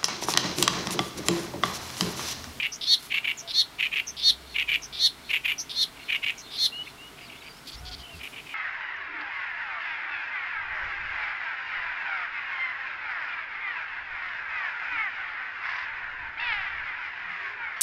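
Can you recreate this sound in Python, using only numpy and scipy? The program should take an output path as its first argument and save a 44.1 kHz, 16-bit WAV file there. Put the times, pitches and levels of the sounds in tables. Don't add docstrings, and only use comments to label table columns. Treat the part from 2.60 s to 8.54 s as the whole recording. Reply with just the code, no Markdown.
import sys
import numpy as np
from scipy import signal
from scipy.fft import rfft, irfft
from scipy.io import wavfile
from scipy.ndimage import uniform_filter1d

SR = 44100
rng = np.random.default_rng(int(sys.argv[2]) if len(sys.argv) > 2 else 0)


def volts(x):
    e = np.asarray(x, float) / 20
    return 10 ** e


def wrap_up_sound(samples):
    columns = np.atleast_2d(samples).T
    tamed = np.clip(columns, -1, 1)
    steps = np.round(tamed * 32767).astype(np.int16)
    wavfile.write(sys.argv[1], SR, steps)


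N = 261954
T = np.arange(N) / SR

# start_s [s, of the throbbing half], level_db [dB], distance_blur [0-1]
CHURS = [(0.0241, -25.5, 0.14), (0.541, -24, 0), (0.673, -24.5, 0.05), (1.2252, -23.5, 0),
         (1.358, -23.5, 0.08), (1.9837, -23.5, 0), (2.1159, -21.5, 0.04), (2.7305, -23.5, 0),
         (2.8791, -23.5, 0.07), (3.5211, -24, 0.1), (3.6622, -25, 0), (3.392, -46.5, 0.1),
         (4.608, -46.5, 0.2), (4.721, -45, 0.2), (4.843, -45, 0), (5.633, -38.5, 0.2), (5.76, -40.5, 0.55),
         (5.892, -42.5, 0.56)]
# frequency_hz [Hz], gain_db [dB]
CHUR_THROAT = [(530, -64), (900, -31), (1130, -22.5), (1470, -29), (2070, -7.5), (2250, -4), (2360, 1.5),
               (2820, -2), (5440, -41.5), (7150, -34.5), (8550, -107), (9180, -40), (10700, -61.5),
               (12200, -31), (15500, -102)]
# first_high_turn_s [s], first_pitch_hz [Hz], last_pitch_hz [Hz], swing_hz [Hz], level_db [dB]
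TRILLS = [
    (.1225, 5800, 6730, 850, -35),
    (.7735, 7360, 6180, 520, -36.5),
    (1.469, 6500, 6370, 460, -35.5),
    (2.2205, 6600, 6040, 630, -37.5),
    (2.9841, 5770, 6370, 800, -32.5),
    (3.779, 6670, 6340, 705, -40),
]
# start_s [s], end_s [s], level_db [dB]
RATTLES = [(.212, .246, -27), (.25, .278, -28.5), (.877, .922, -29.5), (.93, .955, -48),
           (1.568, 1.608, -30), (1.61, 1.638, -28.5), (2.327, 2.362, -32.5), (2.366, 2.397, -32),
           (3.094, 3.123, -29.5), (3.127, 3.164, -35), (3.905, 3.975, -36.5)]
# frequency_hz [Hz], gain_db [dB]
RATTLE_THROAT = [(1180, -77), (2000, -18), (2330, -20), (2770, -8.5), (2940, -9), (3580, 5), (4070, -3),
                 (5130, -4), (6750, -36), (9590, -34), (10800, -30.5), (15500, -50)]
# loudest_s [s], level_db [dB], lead_s [s before], first_beat_hz [Hz], beat_drop_s [s before]
BUZZES = [
    (0.341, -13.5, 0.066, 367.4, .031),
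    (1.005, -15, 0.062, 354, 0.021),
    (1.7, -12.5, 0.064, 353.4, 0.017),
    (2.459, -14.5, 0.061, 290, 0.077),
    (3.229, -18, 0.0674, 358, 0.042),
    (4.062, -17.5, 0.081, 430, .037),
]
# top_hz [Hz], crest [share of the swell], stop_s [s after the loudest]
BUZZ_ARCHES = [(4400, .6, .008), (4350, .7, .013), (4370, .42, .006), (4340, .8, .014), (4270, .5, .011),
               (4250, .5, .005)]
# frequency_hz [Hz], gain_db [dB]
BUZZ_THROAT = [(940, -76), (1600, -36), (2190, -12), (2450, -16), (2780, -30), (3520, 1), (4380, 5),
               (4730, -13), (5880, -12.5), (6650, -23), (7110, -32), (9460, -37), (10600, -33),
               (13300, -40), (15500, -52)]
# time_s [s], overtone_gain_db [dB]
FACING = [(0, 5), (2.1, 5), (3, 10), (3.6, 3), (4.05, 10.5), (4.3, 0), (5.94, -8.5)]
# frequency_hz [Hz], gain_db [dB]
SCATTER_TREBLE = [(6500, 0), (10000, 10)]
# start_s [s], end_s [s], level_db [dB]
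RASPS = [(5.06, 5.066, -43), (5.07, 5.104, -38.5), (5.117, 5.158, -41.5), (5.25, 5.296, -40),
         (5.313, 5.352, -37), (5.38, 5.43, -48), (5.53, 5.6, -53)]
# frequency_hz [Hz], gain_db [dB]
RASP_THROAT = [(1470, -43), (2500, -15), (2890, -16), (3270, -5), (3950, -8.5), (4530, -2.5), (4800, -4.5),
               (5240, -11), (6360, -23), (8000, -36), (10400, -56), (17600, -120)]
# start_s [s], length_s [s], middle_pitch_hz [Hz], glide_hz [Hz], level_db [dB]
WHISTLES = [
    (4.112, 0.12, 2905, 215, -37),
    (4.37, .12, 2853, 275, -47.5),
    (5.497, 0.061, 2770, -120, -48),
]
# start_s [s], length_s [s], middle_pitch_hz [Hz], glide_hz [Hz], level_db [dB]
HOOTS = [
    (.815, .08, 682, -6, -53),
    (4.6, .1, 702, -53, -61),
    (5.19, .145, 737, 29, -56),
    (5.37, .17, 704, -42, -57.5),
]
# start_s [s], length_s [s], middle_pitch_hz [Hz], glide_hz [Hz], level_db [dB]
HOOT_OVERTONE = [(5.19, .15, 1470, -30, -59)]
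# start_s [s], length_s [s], middle_pitch_hz [Hz], glide_hz [Hz], level_db [dB]
FAR_WHISTLES = [(4.61, .048, 4830, 0, -54), (4.655, .05, 4000, -1500, -55), (4.765, .03, 3550, -420, -53),
                (4.805, .02, 3850, -370, -55), (4.83, .018, 4560, 20, -56), (4.855, .07, 4720, 80, -53.5),
                (4.93, .025, 5000, 130, -58), (5.13, .045, 6300, -2300, -57), (5.175, .025, 5450, 700, -54),
                (5.065, .045, 7600, 400, -60), (5.14, .06, 2030, 30, -60), (3.81, .065, 4190, -10, -51),
                (3.83, .13, 3590, 0, -50.5), (4.09, .1, 4180, 0, -54)]
# start_s [s], length_s [s], middle_pitch_hz [Hz], glide_hz [Hz], level_db [dB]
HOARSE_NOTES = [(4.955, .04, 5150, -100, -53), (4.258, .027, 2550, -300, -48),
                (4.25, .015, 3500, -100, -53)]
# first_high_turn_s [s], first_pitch_hz [Hz], last_pitch_hz [Hz], swing_hz [Hz], level_db [dB]
FAR_TRILL = [(5.407, 3200, 3000, 130, -46.5)]
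# frequency_hz [Hz], density_db [dB per Hz]
REEDS = [(530, -26), (900, -2.5), (1450, -2.5), (1600, -3.5), (1780, -6), (2150, -3), (2610, -7.5),
         (2830, -5.5), (3960, -8.5), (5470, -12), (5740, -14.5), (10200, -17), (15600, -22.5)]
# frequency_hz [Hz], density_db [dB per Hz]
RUMBLE = [(15, -54), (25, -5), (48, -4), (92, -7), (140, 2), (198, -5.5), (263, 0.5), (340, -4.5),
          (413, -1), (533, -10), (677, -3), (900, -10.5), (1170, -56), (1980, -120)]
# start_s [s], decay_s [s], level_db [dB]
RUSTLES = [(0.39, 0.058, -55.5), (0.425, 0.024, -48.5), (0.452, 0.027, -51.5), (5.074, 0.044, -57),
           (5.553, 0.035, -63), (5.632, 0.088, -59)]
# time_s [s], level_db [dB]
HUM = [(0, -63), (1.45, -61), (1.7, -49), (2.4, -55), (3, -62), (5.94, -61)]
# start_s [s], peak_db [dB], wobble_hz [Hz]
THUMPS = [(5.143, -39, 41.5), (5.198, -38.5, 83.5), (5.22, -37, 68), (5.261, -39, 56), (5.301, -38.5, 63),
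          (5.347, -46, 71), (5.385, -40.5, 63), (5.535, -42, 95), (5.571, -43, 72)]


def churs():
    out, t, order = np.zeros(N), np.arange(-2200, 2600) / SR, np.arange(-2, 22)[:, None]
    lead_s, gap_s, throb_s, release_s = 0.05, 0.011, 0.044, 0.0087
    lead = fade(t + lead_s, lead_s - gap_s, 0.03, 0.00275)
    gap = volts(-13) * (np.abs(t + gap_s / 2) < gap_s / 2)
    throbbing = volts(1.5) * fade(t + 0.00046, throb_s + release_s, 0.0015, release_s)
    shape = lead + gap + throbbing
    ramp = np.minimum(t, 2 * (throb_s + 0.0017 - t)) / 0.017
    depth = np.where(t < 0, 0.19, 0.92 * np.clip(ramp, .2, 1))
    for start, db, blur in CHURS:
        hz = 2310 + 80 * walk(149.4, size=len(t)) + 125 * walk(900, size=len(t))
        beat_hz = 570 + 90 * walk(200, size=len(t))
        source = two_voices(hz, beat_hz, order, CHUR_THROAT, blur_hz=22)
        throb = np.cos(2 * np.pi * 153.8 * (t - .002) + 0.59 * walk(67, size=len(t)))
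        deep = np.clip(depth * (1 - blur), 0, 1)
        level_db = db + 2.04 * walk(400, size=len(t))
        add(out, start + t[0], source * shape * volts(level_db) * (1 - deep * (1 - throb) / 2))
    return out


def trills(table, rate, throat_hz):
    out = np.zeros(N)
    swings, sag, dip = 6.2, .06, 1.1
    for turn, first_hz, last_hz, swing_hz, db in table:
        t = np.arange(-.6 / rate, (swings - .6) / rate, 1 / SR)
        u = np.linspace(0, 1, len(t))
        swing = np.cos(2 * np.pi * rate * t)
        narrow_dips = swing - dip * np.minimum(swing, 0) ** 2
        wide_hz = swing_hz * np.interp(u, [0, .6, 1], [.3, 1, 0])
        path_hz = first_hz + (last_hz - first_hz) * u - sag * throat_hz * np.sin(np.pi * u)
        hz = path_hz + wide_hz * narrow_dips + 60 * walk(500, size=len(t))
        swell_db = np.interp(u, [0, .55, 1], [-4, 0, -9])
        throat_db = -10 * np.log10(1 + ((hz / throat_hz - 1) / .058) ** 2)
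        level_db = db + swell_db + 3.5 + throat_db + 2.5 * walk(308, size=len(t))
        note = tone(hz, -36 - throat_db) * volts(level_db)
        add(out, turn + t[0], note * fade(t - t[0], t[-1] - t[0], .004, .005))
    return out


def rattles(table, throat, rate, breath, rise):
    out, t = np.zeros(N), T[:4400]
    for start, end, db in table:
        source = clicks(rate, .17, 2.0, len(t))
        source = source + breath * np.clip(t / 0.066, 0, 1) * rng.standard_normal(len(t))
        length = end - start + 1 / rate
        shape = fade(t, length, rise * length, 0.036 * length)
        add(out, start - 1 / rate, unit(colour(source, throat)) * volts(db) * shape)
    return out


def buzzes():
    out, t = np.zeros(N), np.arange(-4400, 1400) / SR
    overtone, order = (v.reshape(-1, 1) for v in np.mgrid[2:8, -5:2])
    for (peak, db, length, beat_hz, drop), (top_hz, crest, stop) in zip(BUZZES, BUZZ_ARCHES):
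        voice_hz = top_hz - 560 * (np.clip(1 + t / length, 0, 1) - crest) ** 2
        throat = np.interp(t, [stop - .012, stop, stop + .012], [1, .94, .8])
        beat = np.interp(t, [-length, -drop - .003, -drop + 0.0015, 0],
                         [1.04 * beat_hz, min(346.6, beat_hz), 308.2, 288])
        rough = np.interp(t, [-length, -.7 * length, -.03, -.005], [1.6, .8, .9, 2.2])
        hz = voice_hz * throat + 10 * walk(300, size=len(t))
        beat = beat + 4 * rough * walk(400, size=len(t))
        weak_db = np.where(order % 2, np.interp(t, [-drop, 0], [-7, -3]), 0)
        swell_s = [-length - .012, -length, -length + 0.0092, -.3 * length, 0, stop, stop + 0.022]
        swell_db = np.interp(t, swell_s, [-29.5, -14.5, -11.0, -5, -3, -4.5, -53])
        push_db = np.where(overtone > 3, .5 * np.maximum(swell_db, -16) + 3, 0)
        blur_hz = 2.4 * rough * (overtone - 1) ** 1.5
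        voice = two_voices(hz * overtone / 2, beat, order, BUZZ_THROAT, blur_hz, throat, weak_db + push_db)
        voice = voice + volts(-31.0) * (tone(hz / 2, -40) + tone(hz / 2 - beat, -40))
        level_db = db + swell_db + 0.31 * rough * walk(350, size=len(t))
        add(out, peak + t[0], voice * volts(level_db))
    return out


def two_voices(hz, beat_hz, order, throat, blur_hz, shift=1, extra_db=0):
    wander = np.array([walk(700, size=len(beat_hz)) for _ in order])
    lines_hz = hz + order * beat_hz + blur_hz * np.clip(order ** 2, 1, 50) * wander
    phase = 2 * np.pi * (np.cumsum(lines_hz, axis=1) / SR + rng.random(order.shape))
    gain = uniform_filter1d(gain_at(lines_hz / shift, throat), size=150, axis=1)
    voice = np.sum(gain * volts(extra_db) * np.sin(phase), axis=0)
    return voice / np.sqrt(uniform_filter1d(voice ** 2, size=400))


def facing(song):
    high_pass = signal.butter(4, 7600, "high", fs=SR, output="sos")
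    overtones = signal.sosfiltfilt(high_pass, song)
    return song + (volts(np.interp(T, *np.transpose(FACING))) - 1) * overtones


def whistles(table, second_db, flutter_db, shake_hz, arch):
    out = np.zeros(N)
    for start, length, middle_hz, glide_hz, db in table:
        u = np.linspace(-1, 1, int(length * SR))
        hz = middle_hz * (1 - arch * u ** 2) + glide_hz / 2 * u
        level = volts(db + 3.5 * u + flutter_db * walk(150, size=len(u))) * fade(u + 1, 2, .25, .15)
        add(out, start, tone(hz + shake_hz * walk(600, size=len(u)), second_db) * level)
    return out


def space(x):
    t = T[:SR]
    near, late, bank = rng.standard_normal((3, SR))
    near_t60_s, late_t60_s, bank_s, smear_s = .13, .6, .24, .022
    response = volts(-9.5) * near * volts(-60 * t / near_t60_s) / np.sqrt(near_t60_s * SR / np.log(1e6))
    response += volts(-27.5) * late * volts(-60 * t / late_t60_s) / np.sqrt(late_t60_s * SR / np.log(1e6))
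    response += volts(-30) * bank * np.exp(-((t - bank_s) / smear_s) ** 2) / np.sqrt(smear_s * SR)
    scattered = signal.fftconvolve(x, response * np.clip(t / 0.0066, 0, 1))[:N]
    return x + colour(scattered, SCATTER_TREBLE)


def reeds():
    hiss = unit(colour(rng.standard_normal(N), REEDS)) * volts(-50 + .5 * walk(0.98))
    rumble = unit(colour(rng.standard_normal(N), RUMBLE, size=16384)) * volts(-53.5)
    brush = np.zeros(N)
    for start, length, db in RUSTLES:
        t = np.arange(int(2 * length * SR)) / SR
        level = volts(db + 2.2 * walk(600, size=len(t))) * np.exp(-t / length)
        add(brush, start, rng.standard_normal(len(t)) * level)
    brush = colour(brush, [(1500, 5.5), (5000, 13), (8000, 6), (11000, 12.5), (15500, 1)])
    hum_db = np.interp(T, *np.transpose(HUM)) - 5.5 + 0.83 * walk(10) + 1.5 * walk(4)
    hum = tone(58 + 7.5 * walk(22), -25) * volts(hum_db)
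    return hiss + rumble + brush + hum


def thumps():
    out, t = np.zeros(N), T[:8000]
    for start, db, hz in THUMPS:
        wobble = tone(hz * (1 + 0.144 * walk(37, size=len(t))), -9) / np.sqrt(2)
        add(out, start, volts(db) * wobble * (t / 0.015) * np.exp(1 - t / 0.014))
    return out


def tone(hz, second_db):
    phase = 2 * np.pi * np.cumsum(hz) / SR
    return np.sqrt(2) * (np.sin(phase) + volts(second_db) * np.sin(2 * phase))


def clicks(rate, jitter, scatter_db, size):
    chance = rng.standard_normal((200, 2))
    at = np.cumsum(SR / rate * np.clip(1 + jitter * chance[:, 0], .3, 3))
    keep = at < size - 1
    at, gain = at[keep], volts(scatter_db * chance[keep, 1])
    i = at.astype(int)
    later = at - i
    return np.bincount(i, gain * (1 - later), size) + np.bincount(i + 1, gain * later, size)


def walk(rate, size=N):
    k = max(int(SR / rate), 1)
    held = np.repeat(rng.standard_normal(size // k + 1), k)
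    return 1.4 * uniform_filter1d(uniform_filter1d(held, k), k)[:size]


def fade(t, length, rise, fall):
    return np.clip(t / rise, 0, 1) ** 2 * np.clip((length - t) / fall, 0, 1) ** 2


def gain_at(hz, table):
    f, db = np.transpose(table)
    return volts(np.interp(np.log(np.maximum(hz, 1)), np.log(f), db))


def colour(x, table, size=4096):
    cepstrum = irfft(np.log(gain_at(np.arange(size // 2 + 1) * SR / size, table)))
    cepstrum[1:size // 2] *= 2
    cepstrum[size // 2 + 1:] = 0
    return signal.fftconvolve(x, irfft(np.exp(rfft(cepstrum))))[:len(x)]


def unit(x):
    return x / np.sqrt(np.mean(x ** 2))


def add(out, s, x):
    i = int(round(s * SR))
    x = x[max(-i, 0):N - i]
    out[max(i, 0):max(i, 0) + len(x)] += x


def scene():
    song = churs() + trills(TRILLS, rate=120, throat_hz=5730) + buzzes()
    song += rattles(RATTLES, RATTLE_THROAT, rate=330, breath=0.27, rise=0.056)
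    others = rattles(RASPS, RASP_THROAT, rate=650, breath=0.19, rise=0.063)
    others += whistles(WHISTLES, second_db=-33, flutter_db=0.57, shake_hz=23, arch=0.031)
    others += whistles(HOOTS + HOOT_OVERTONE, second_db=-22, flutter_db=0.39, shake_hz=2.8, arch=0.035)
    others += whistles(FAR_WHISTLES, second_db=-36, flutter_db=2.2, shake_hz=77, arch=0.0042)
    others += trills(FAR_TRILL, rate=57.0, throat_hz=3030)
    others += whistles(HOARSE_NOTES, second_db=-40, flutter_db=3.5, shake_hz=230, arch=0.)
    return (space(facing(song) + others) + reeds() + thumps())[None]


def roll_off(x):
    return signal.sosfilt(signal.butter(12, 15800, fs=SR, output="sos"), x)


def record(dry):
    low_pass = signal.ellip(10, .2, 70, 15780, fs=SR, output="sos")
    mix = signal.sosfilt(low_pass, dry)
    return roll_off(mix)


dry = scene()
out = record(dry)
wrap_up_sound(out)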